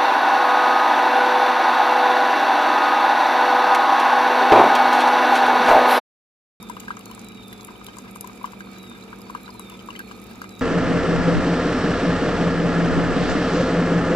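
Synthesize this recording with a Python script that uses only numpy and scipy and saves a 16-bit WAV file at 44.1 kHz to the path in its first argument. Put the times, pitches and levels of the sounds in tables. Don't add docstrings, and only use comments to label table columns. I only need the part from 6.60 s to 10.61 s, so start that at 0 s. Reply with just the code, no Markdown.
import sys
import numpy as np
from scipy import signal
from scipy.fft import rfft, irfft, next_fast_len
from scipy.io import wavfile
from scipy.ndimage import uniform_filter1d

SR = 44100
rng = np.random.default_rng(int(sys.argv[2]) if len(sys.argv) > 2 else 0)


def transcribe(u):
    v = np.clip(np.atleast_2d(u).T, -1, 1)
    q = np.round(v * 32767).astype(np.int16)
    wavfile.write(sys.argv[1], SR, q)


N = 176841
M = next_fast_len(N)
T = np.arange(N) / SR
F = np.maximum(np.fft.rfftfreq(M, 1 / SR), 1)
STREAM_LAG_S = 0.0002496


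def undb(db):
    return np.exp(np.asarray(db) * np.log(10) / 20)


def level(x, db):
    return x * undb(db) / np.sqrt(np.mean(x ** 2))


def curve(table):
    hz, value = np.transpose(table)
    return np.interp(np.log(F), np.log(np.maximum(hz, 1)), value)


def resonance(hz, width):
    return 1 / (1 + 1j * (F ** 2 - hz ** 2) / (F * width))


def ports(pan_db):
    return undb(np.array([[pan_db], [-pan_db]]) / 2)


def trail(radians):
    return np.exp(-1j * radians * np.array([[0], [1]]))


def heard(spectrum):
    return irfft(spectrum, M)[..., :N]


def walk(rate):
    k = int(SR / rate)
    steps = np.repeat(rng.standard_normal(N // k + 1), k)
    return 1.26 * uniform_filter1d(uniform_filter1d(steps, k), k)[:N]


def add(out, s, sound):
    i = int(s * SR)
    out[:, i:i + sound.shape[1]] += sound[:, :max(N - i, 0)]


def noise_pair(gate):
    # frequency in Hz, share of the noise power common to both ports (0 to 1).
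    likeness = [(30, 0.92), (60, 1), (200, 0.97), (450, 0.58), (800, 0.81), (1250, 0.98), (1700, 1),
                (2400, 0.6), (3100, 0.75), (3700, 0.7), (4600, 0.31), (8000, 0.17), (12000, 0.16)]
    # frequency in Hz, phase in radians by which the shared noise trails at the right port.
    lag_curve = [(60, 1), (200, -0.03), (450, 1.12), (800, -0.5), (1250, 0), (1620, -0.5), (2050, 1.5),
                 (2350, 0.77), (3700, 0.57), (4400, 0.9), (5400, 2), (7700, 13), (16000, 10)]
    common, left, right = rfft(gate * rng.standard_normal((3, N)), M)
    share = np.clip(curve(likeness), 0, 1)
    shared_part = np.sqrt(share) * common * trail(curve(lag_curve))
    return shared_part + np.sqrt(1 - share) * np.array([left, right])


def tone(turns, db, waver_db, spread):
    left, right = 2 * np.pi * (spread * rng.random(2) + rng.random())
    sin, cos = np.sin(2 * np.pi * turns), np.cos(2 * np.pi * turns)
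    pair = np.outer(np.cos([left, right]), sin) + np.outer(np.sin([left, right]), cos)
    return np.sqrt(2) * undb(db + waver_db * walk(5.93)) * pair


def water_rush():
    # frequency in Hz, relative level in dB per Hz.
    rush_colour = [(25, -13), (45, 3), (85, -12.5), (150, 1.5), (280, -10), (600, -12), (1250, -6.5),
                   (1760, -15), (2350, -25.5), (3310, -19.5), (3770, -18), (5450, -21), (11400, -38),
                   (16000, -26.5)]
    # frequency in Hz, left minus right in dB.
    balance = [(60, 1), (110, 1), (200, -13), (380, 7), (700, 14), (1290, 1.5), (2380, -14.5), (4400, -9),
               (8120, -7.5), (15000, 0)]
    tilt = curve(balance) / 2
    shape = undb(curve(rush_colour) + np.array([tilt, -tilt]))
    return level(heard(noise_pair(undb(1.46 * walk(20))) * shape), -51.5)


def motor_hum():
    # middle frequency in Hz, middle rms level in dB.
    hum_tones = [(45, -68.5), (59.3, -61), (118.6, -62), (192.4, -47.5)]
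    return sum(tone(np.cumsum(hz * (1 + 0.0061 * walk(12))) / SR, db, 0.96, 0.015)
               for hz, db in hum_tones)


def pump_hum(shaft):
    # multiple of the shaft rate, middle rms level in dB.
    harmonics = [(3, -57), (6, -60.5), (7, -78), (8, -80), (9, -60), (10, -59.5), (11, -68), (12, -59),
                 (13, -61), (14, -67.5), (15, -67.5), (17, -71.5), (18, -68), (20, -61), (21, -70),
                 (22, -68), (23, -67), (24, -69), (26, -65.5), (34, -69.5), (37, -64.5), (55, -69.5)]
    return sum(tone(k * shaft, db, 2.45, min(k / 60, 1)) for k, db in harmonics)


def housing_rattle(shaft):
    # frequency in Hz, width in Hz between -6 dB points, rms level in dB before
    # panning and wandering, left minus right in dB.
    panels = [(53.3, 81, -64, -4.5), (115, 25, -72.5, 3), (192.8, 10, -66.5, -15), (226.3, 49, -48.5, -2),
              (318, 94, -55.5, -1), (448, 140, -56.5, 5), (1260, 118, -58, -8), (2349, 204, -57.5, -10),
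              (2590, 180, -72, -16), (3701, 270, -59.5, -0.5), (4760, 180, -77, 1), (7400, 130, -71, 0),
              (10960, 2600, -67, 5.5)]
    stroke = 1 + 0.3 * np.exp(-(shaft % 1) / 0.46)
    shake = noise_pair(stroke)
    out = np.zeros((2, N))
    for hz, width, db, pan in panels:
        ring = heard(shake * np.abs(resonance(hz, width)) ** 2)
        out += ports(pan) * undb(0.96 * walk(10)) * level(ring, db)
    return out


def brewer():
    pump_hz = 36.56
    shaft = np.cumsum(pump_hz * (1 + 0.0005 * walk(3.23))) / SR
    return pump_hum(shaft) + motor_hum() + housing_rattle(shaft) + water_rush()


def whistle():
    # time in seconds, pitch in Hz before it wavers.
    leaks = [
        [(0, 3750), (.08, 3580), (.23, 3310)],
        [(.39, 4480), (.44, 4440), (.48, 4300), (.65, 3985), (.78, 3760), (.84, 3640), (1.05, 3394)],
        [(2.0, 4590), (2.04, 4570), (2.08, 4220), (2.105, 4390), (2.17, 3960), (2.26, 3830), (2.3, 3660),
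         (2.35, 3670), (2.375, 3520)],
        [(2.63, 4490), (2.71, 4530), (2.77, 4230), (2.85, 4030)],
        [(2.87, 4200), (2.96, 4140), (3.04, 3695), (3.16, 3480)],
        [(3.33, 4450), (3.41, 4400), (3.46, 4260), (3.51, 4250), (3.57, 4230)],
        [(3.67, 4420), (3.73, 4470), (3.77, 4240)],
        [(3.785, 4250), (3.805, 4400), (3.93, 3936), (4.01, 3770)],
    ]
    # rms level in dB at its loudest pitch, before flutter and panning.
    leak_db = [-53.5, -52, -51, -52, -49.5, -49, -50, -52]
    # pitch in Hz, level in dB.
    swell_curve = [(3350, -13), (3550, -3), (3700, 0), (3950, -4), (4100, -14), (4300, -13), (4550, -13)]
    patchy_db = 2.5
    out = np.zeros(N)
    waver, patches = walk(40), walk(36)
    flutter = undb(1.2 * walk(29.67) + 1.76 * walk(150))
    for (s, hz), db in zip(map(np.transpose, leaks), leak_db):
        fade = np.clip(np.minimum(T - s[0], s[-1] - T) / 0.0075, 0, 1)
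        pitch = np.interp(T, s, hz) * (1 + 0.00469 * waver)
        swell_db = np.interp(pitch, *np.transpose(swell_curve))
        faintness = np.clip(-swell_db / 12, 0, 1)
        swell = undb(swell_db + patchy_db * patches * faintness)
        sine = np.sqrt(2) * np.sin(2 * np.pi * np.cumsum(pitch) / SR)
        out += fade * flutter * swell * undb(db) * sine
    return heard(rfft(out * ports(-2.5), M) * trail(2 * np.pi * F * STREAM_LAG_S))


def scatter(low_hz, high_hz, db, spread_db, *same, count):
    s, pitch, size, pan = rng.random((count, 4)).T
    event_db = db - spread_db * np.log(0.064 + size)
    hz = low_hz * (high_hz / low_hz) ** pitch
    return np.transpose([s * N / SR, event_db, hz, 6 * pan, *(c + 0 * s for c in same)])


def ticks(table):
    out, t = np.zeros((2, N)), T[:1200]
    crack = signal.butter(2, 5500, "high", fs=SR)
    noises = rng.standard_normal((len(table), 3, 1200))
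    for (s, db, hz, pan, t60, bubble_db), (common, *own) in zip(table, noises):
        hiss = common + 0.86 * np.array(own)
        broad = signal.lfilter(*crack, hiss)
        narrow = signal.lfilter(*signal.iirpeak(hz, 4., fs=SR), hiss)
        fade = (1 - np.exp(-t / 0.00041)) * np.exp(-np.log(1000) * t / t60)
        burst = (broad + undb(bubble_db) * narrow / narrow.std()) * fade
        add(out, s, undb(db) * ports(pan) * burst / np.abs(burst).max())
    return out


def bubbles(table):
    out, t = np.zeros((2, N)), T[:1000]
    end_fade = np.clip((t[-1] - t) / .004, 0, 1)
    for (s, db, hz, pan, t60, glide, splash_db), hiss in zip(table, rng.standard_normal((len(table), 1000))):
        ring = (1 - np.exp(-t * hz / 0.95)) * np.exp(-np.log(1000) * t / t60) * end_fade
        turns = hz * t * (1 + glide * np.minimum(t / t60, 1))
        note = ring / ring.max() * np.sin(2 * np.pi * turns)
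        splash = signal.lfilter(*signal.iirpeak(1.45 * hz, 1.3, fs=SR), hiss) * np.exp(-t / 0.0069)
        splash /= splash[:200].std()
        add(out, s, undb(db) * ports(pan) * (note + undb(splash_db) * splash))
    return out


def loud_ticks():
    # start in seconds, peak in dB before panning and the hollows, pitch in Hz,
    # bubble over crack in dB.
    droplets = [(0.0267, -29, 12200, 1), (0.0878, -37, 7700, 3), (0.097, -26, 8400, 4),
                (0.166, -38, 12100, 1), (0.1978, -32, 6840, 10), (0.2018, -21, 13300, -15),
                (0.2813, -43, 7000, 3), (0.368, -29.5, 6940, 15), (0.392, -30.5, 8950, -6),
                (0.4562, -26, 7100, -5), (0.512, -30.5, 11600, -10), (0.5485, -30.5, 9400, -2),
                (0.593, -30, 8400, 14), (0.6155, -35, 12200, -4), (0.645, -30, 9900, 7),
                (0.6852, -32, 7840, -4), (0.7199, -42, 6510, -3), (0.8327, -38.5, 7540, -2),
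                (0.8807, -32.5, 12500, 6), (0.927, -32, 11400, 1), (0.9306, -31.5, 11400, 1),
                (1.0088, -34, 6700, 3), (1.0307, -33, 11400, -1), (1.047, -24.5, 11300, 3),
                (1.0707, -32, 11400, -5), (1.2441, -29, 11900, -4), (1.2653, -26.5, 12000, -12),
                (1.3681, -33.5, 8400, 5), (1.3842, -25.5, 7300, 23), (1.5112, -34, 10600, 12),
                (1.5553, -31.5, 10400, 3), (1.5585, -29, 9000, 5), (1.57, -33, 8900, 3),
                (1.609, -17.5, 10800, 9), (1.6453, -35, 7700, 3), (1.673, -24.5, 7000, -17),
                (1.7308, -37.5, 6400, 7), (1.7546, -41, 8300, 3), (1.775, -37, 6900, 3),
                (1.8302, -36, 11800, 8), (1.857, -30.5, 7300, -7), (1.92, -41, 11800, 3),
                (1.9975, -37, 11800, -4), (2.0047, -38, 6500, 5), (2.115, -40, 7140, 3),
                (2.1838, -34, 6700, -9), (2.2298, -38.5, 11700, 5), (2.2971, -35, 9000, 3),
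                (2.439, -37, 8300, 3), (2.5869, -40, 10400, 3), (2.6164, -36.5, 11400, 3),
                (2.7042, -36, 9100, 3), (2.749, -35, 6550, -6), (2.8106, -40, 11400, 3),
                (2.831, -36, 12000, 10), (2.9949, -23, 10800, 20), (3.0153, -45, 11300, 0),
                (3.0975, -30.5, 10800, 1), (3.2234, -42, 10600, 3), (3.26, -35.5, 11500, 9),
                (3.2748, -39, 7000, 3), (3.3039, -37.5, 7100, 6), (3.3594, -35, 6500, -3),
                (3.3912, -27.5, 11400, 7), (3.4, -47, 11700, 3), (3.5985, -40, 8100, 3),
                (3.6163, -37, 12100, 1), (3.6399, -35, 12300, 3), (3.667, -41, 11300, 3),
                (3.7107, -38, 11700, 3), (3.756, -35, 6690, 1), (3.8165, -29.5, 7000, -9),
                (3.8407, -40, 6900, -1), (3.891, -35, 6640, 1), (3.9224, -41, 11800, 5),
                (3.9514, -43, 11200, 3), (3.9928, -32, 6800, 1)]
    return ticks([(s, db, hz, 2, 0.012, bubble_db) for s, db, hz, bubble_db in droplets])


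def loud_bubbles():
    # start in seconds, peak of the note in dB before panning and the hollows, starting
    # pitch in Hz, time in seconds to fade by 60 dB, half the upward glide over that time (share of pitch).
    plinks = [(0.0976, -27, 926, 0.013, 0.11), (0.1673, -30, 1045, 0.023, 0.53),
              (0.1662, -46, 2870, 0.012, 0.06), (0.202, -41, 2800, 0.016, 0.2),
              (0.2814, -24, 1280, 0.0041, 0.35), (0.305, -21, 1063, 0.018, 0.76),
              (0.369, -32, 1134, 0.022, 0.29), (0.4562, -50, 4000, 0.02, 0.055),
              (0.4638, -37, 1040, 0.0078, 0.31), (0.499, -43, 1020, 0.018, 0.06),
              (0.513, -38, 1034, 0.038, 0.078), (0.5135, -43, 2940, 0.032, 0.1),
              (0.5773, -36, 1040, 0.0087, 0.058), (0.6852, -46, 4850, 0.015, 0.06),
              (0.7199, -48, 2850, 0.021, 0.06), (0.8345, -48, 3900, 0.022, 0.066),
              (0.9268, -34.5, 1860, 0.013, 0.066), (0.9283, -40, 3170, 0.034, 0.98),
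              (0.996, -39.5, 1130, 0.027, 0.28), (1.009, -37.5, 4100, 0.0057, 0.06),
              (1.086, -34, 990, 0.014, 0.71), (1.1523, -45, 1030, 0.024, 0.06),
              (1.1571, -46, 3020, 0.042, 0.05), (1.2134, -36.5, 1180, 0.023, 0.1),
              (1.2657, -29, 3190, 0.0076, 0.33), (1.284, -32, 990, 0.0035, 0.06),
              (1.2857, -39, 3030, 0.028, 0.06), (1.369, -38.5, 1020, 0.016, 0.24),
              (1.3838, -39, 1030, 0.027, 0.06), (1.4474, -41.5, 1230, 0.03, 0.06),
              (1.559, -32, 1120, 0.014, 0.1), (1.6422, -34.5, 1000, 0.044, 0.11),
              (1.6735, -42, 1020, 0.018, 0.06), (1.6963, -38, 1090, 0.024, 0.21),
              (1.8112, -38.5, 1020, 0.045, 0.1), (1.842, -21, 1002, 0.031, 0.38),
              (1.8603, -45, 3110, 0.035, 0.06), (1.873, -37, 1070, 0.019, 0.06),
              (1.9333, -32, 1050, 0.0063, 0.06), (2.0057, -30.5, 1450, 0.0048, 0.1),
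              (2.0703, -41, 1100, 0.017, 0.11), (2.2368, -42, 1250, 0.03, 0.11),
              (2.3146, -36, 1110, 0.0091, 0.19), (2.4246, -40.5, 3850, 0.017, 0.26),
              (2.529, -30, 1090, 0.0099, 0.63), (2.616, -43, 4920, 0.012, 0.06),
              (2.6663, -44, 1020, 0.018, 0.06), (2.6985, -30, 1066, 0.023, 0.052),
              (2.7494, -22, 1030, 0.015, 0.43), (2.8596, -41, 3780, 0.022, 0.2),
              (2.8785, -32, 1240, 0.009, 0.25), (2.8897, -39.5, 996, 0.038, 0.06),
              (2.9037, -41, 4760, 0.012, 0.06), (2.9473, -44.5, 950, 0.035, 0.06),
              (2.995, -34.5, 1050, 0.021, 0.45), (3.099, -42, 1100, 0.016, 0.17),
              (3.1196, -45, 954, 0.034, 0.094), (3.1507, -42.5, 1030, 0.018, 0.06),
              (3.0995, -42.5, 2850, 0.018, 0.1), (3.1917, -40.5, 3090, 0.03, 0.055),
              (3.2866, -29, 1080, 0.031, 0.065), (3.3043, -29.5, 2740, 0.0085, 0.054),
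              (3.3058, -39, 1060, 0.015, 0.1), (3.3518, -33.5, 1780, 0.016, 0.88),
              (3.3614, -34, 2990, 0.031, 0.1), (3.3922, -38, 3270, 0.0098, 0.06),
              (3.3928, -31.5, 1560, 0.01, 0.33), (3.402, -29.5, 1250, 0.0067, 0.33),
              (3.512, -32, 1190, 0.014, 0.077), (3.817, -26, 1325, 0.011, 0.054),
              (3.8413, -31, 1220, 0.011, 0.1)]
    s, db, hz, t60, glide = np.transpose(plinks)
    pan_db = 3 - 3.5 * np.log2(hz / 1000)
    splash_db = -52 + 0.69 * (db + 34.5) - db
    return bubbles(np.transpose([s, db, hz, pan_db, t60, glide, splash_db]))


def hollows():
    # frequency in Hz, width in Hz, left gain in dB, right gain in dB.
    air_modes = [(964.5, 79, 9, -36), (1204, 166, -1, -3.5), (1604, 73, 13, 15.5), (2064, 77, 8.5, -26),
                 (2860, 300, 7.5, -14), (3964, 83, -7, 8.5), (4870, 340, 1, 1), (6100, 85, -19, 8),
                 (6850, 140, 4, 5), (7680, 250, -3.5, -26), (8910, 350, -0.5, -35), (9920, 400, 1, -33),
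                 (10890, 190, 1.5, -18), (11700, 480, 0, -39), (13300, 340, -4, -10)]
    left, right = [sum(undb(mode[k]) * resonance(*mode[:2]) for mode in air_modes) for k in (2, 3)]
    return undb(-5.5) + np.array([left, right])


def kitchen():
    tail_t60_s, tail_db = 0.093, -13.5
    onset = np.clip(T / 0.0013, 0, 1)
    tail = onset * rng.standard_normal((2, N)) * np.exp(-np.log(1000) * T / tail_t60_s)
    tail /= np.sqrt(np.sum(tail ** 2, axis=1, keepdims=True))
    return 1 + undb(tail_db) * rfft(tail, M)


def stream():
    water = loud_bubbles() + loud_ticks()
    water += bubbles(scatter(920, 1300, -45, 1.7, 0.025, 0.085, -27, count=8))
    water += ticks(scatter(7000, 14000, -43.5, 1.5, 0.012, 2.7, count=35))
    water += bubbles(scatter(840, 4950, -60, 3.33, 0.0172, 0.64, -0.5, count=300))
    water += ticks(scatter(5000, 14200, -48.5, 0.87, 0.023, 2.7, count=300))
    lag = trail(2 * np.pi * F * STREAM_LAG_S)
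    return heard(rfft(water, M) * hollows() * lag * kitchen())


def scene():
    return brewer() + whistle() + stream()


def record(dry):
    # frequency in Hz, microphone gain in dB.
    mic_colour = [(28, -10), (42, 0), (15450, 0), (15600, -8), (16500, -22)]
    coloured = heard(rfft(dry, M) * undb(curve(mic_colour)))
    return signal.sosfilt(signal.butter(16, 16300, fs=SR, output="sos"), coloured)


dry = scene()
out = record(dry)
transcribe(out)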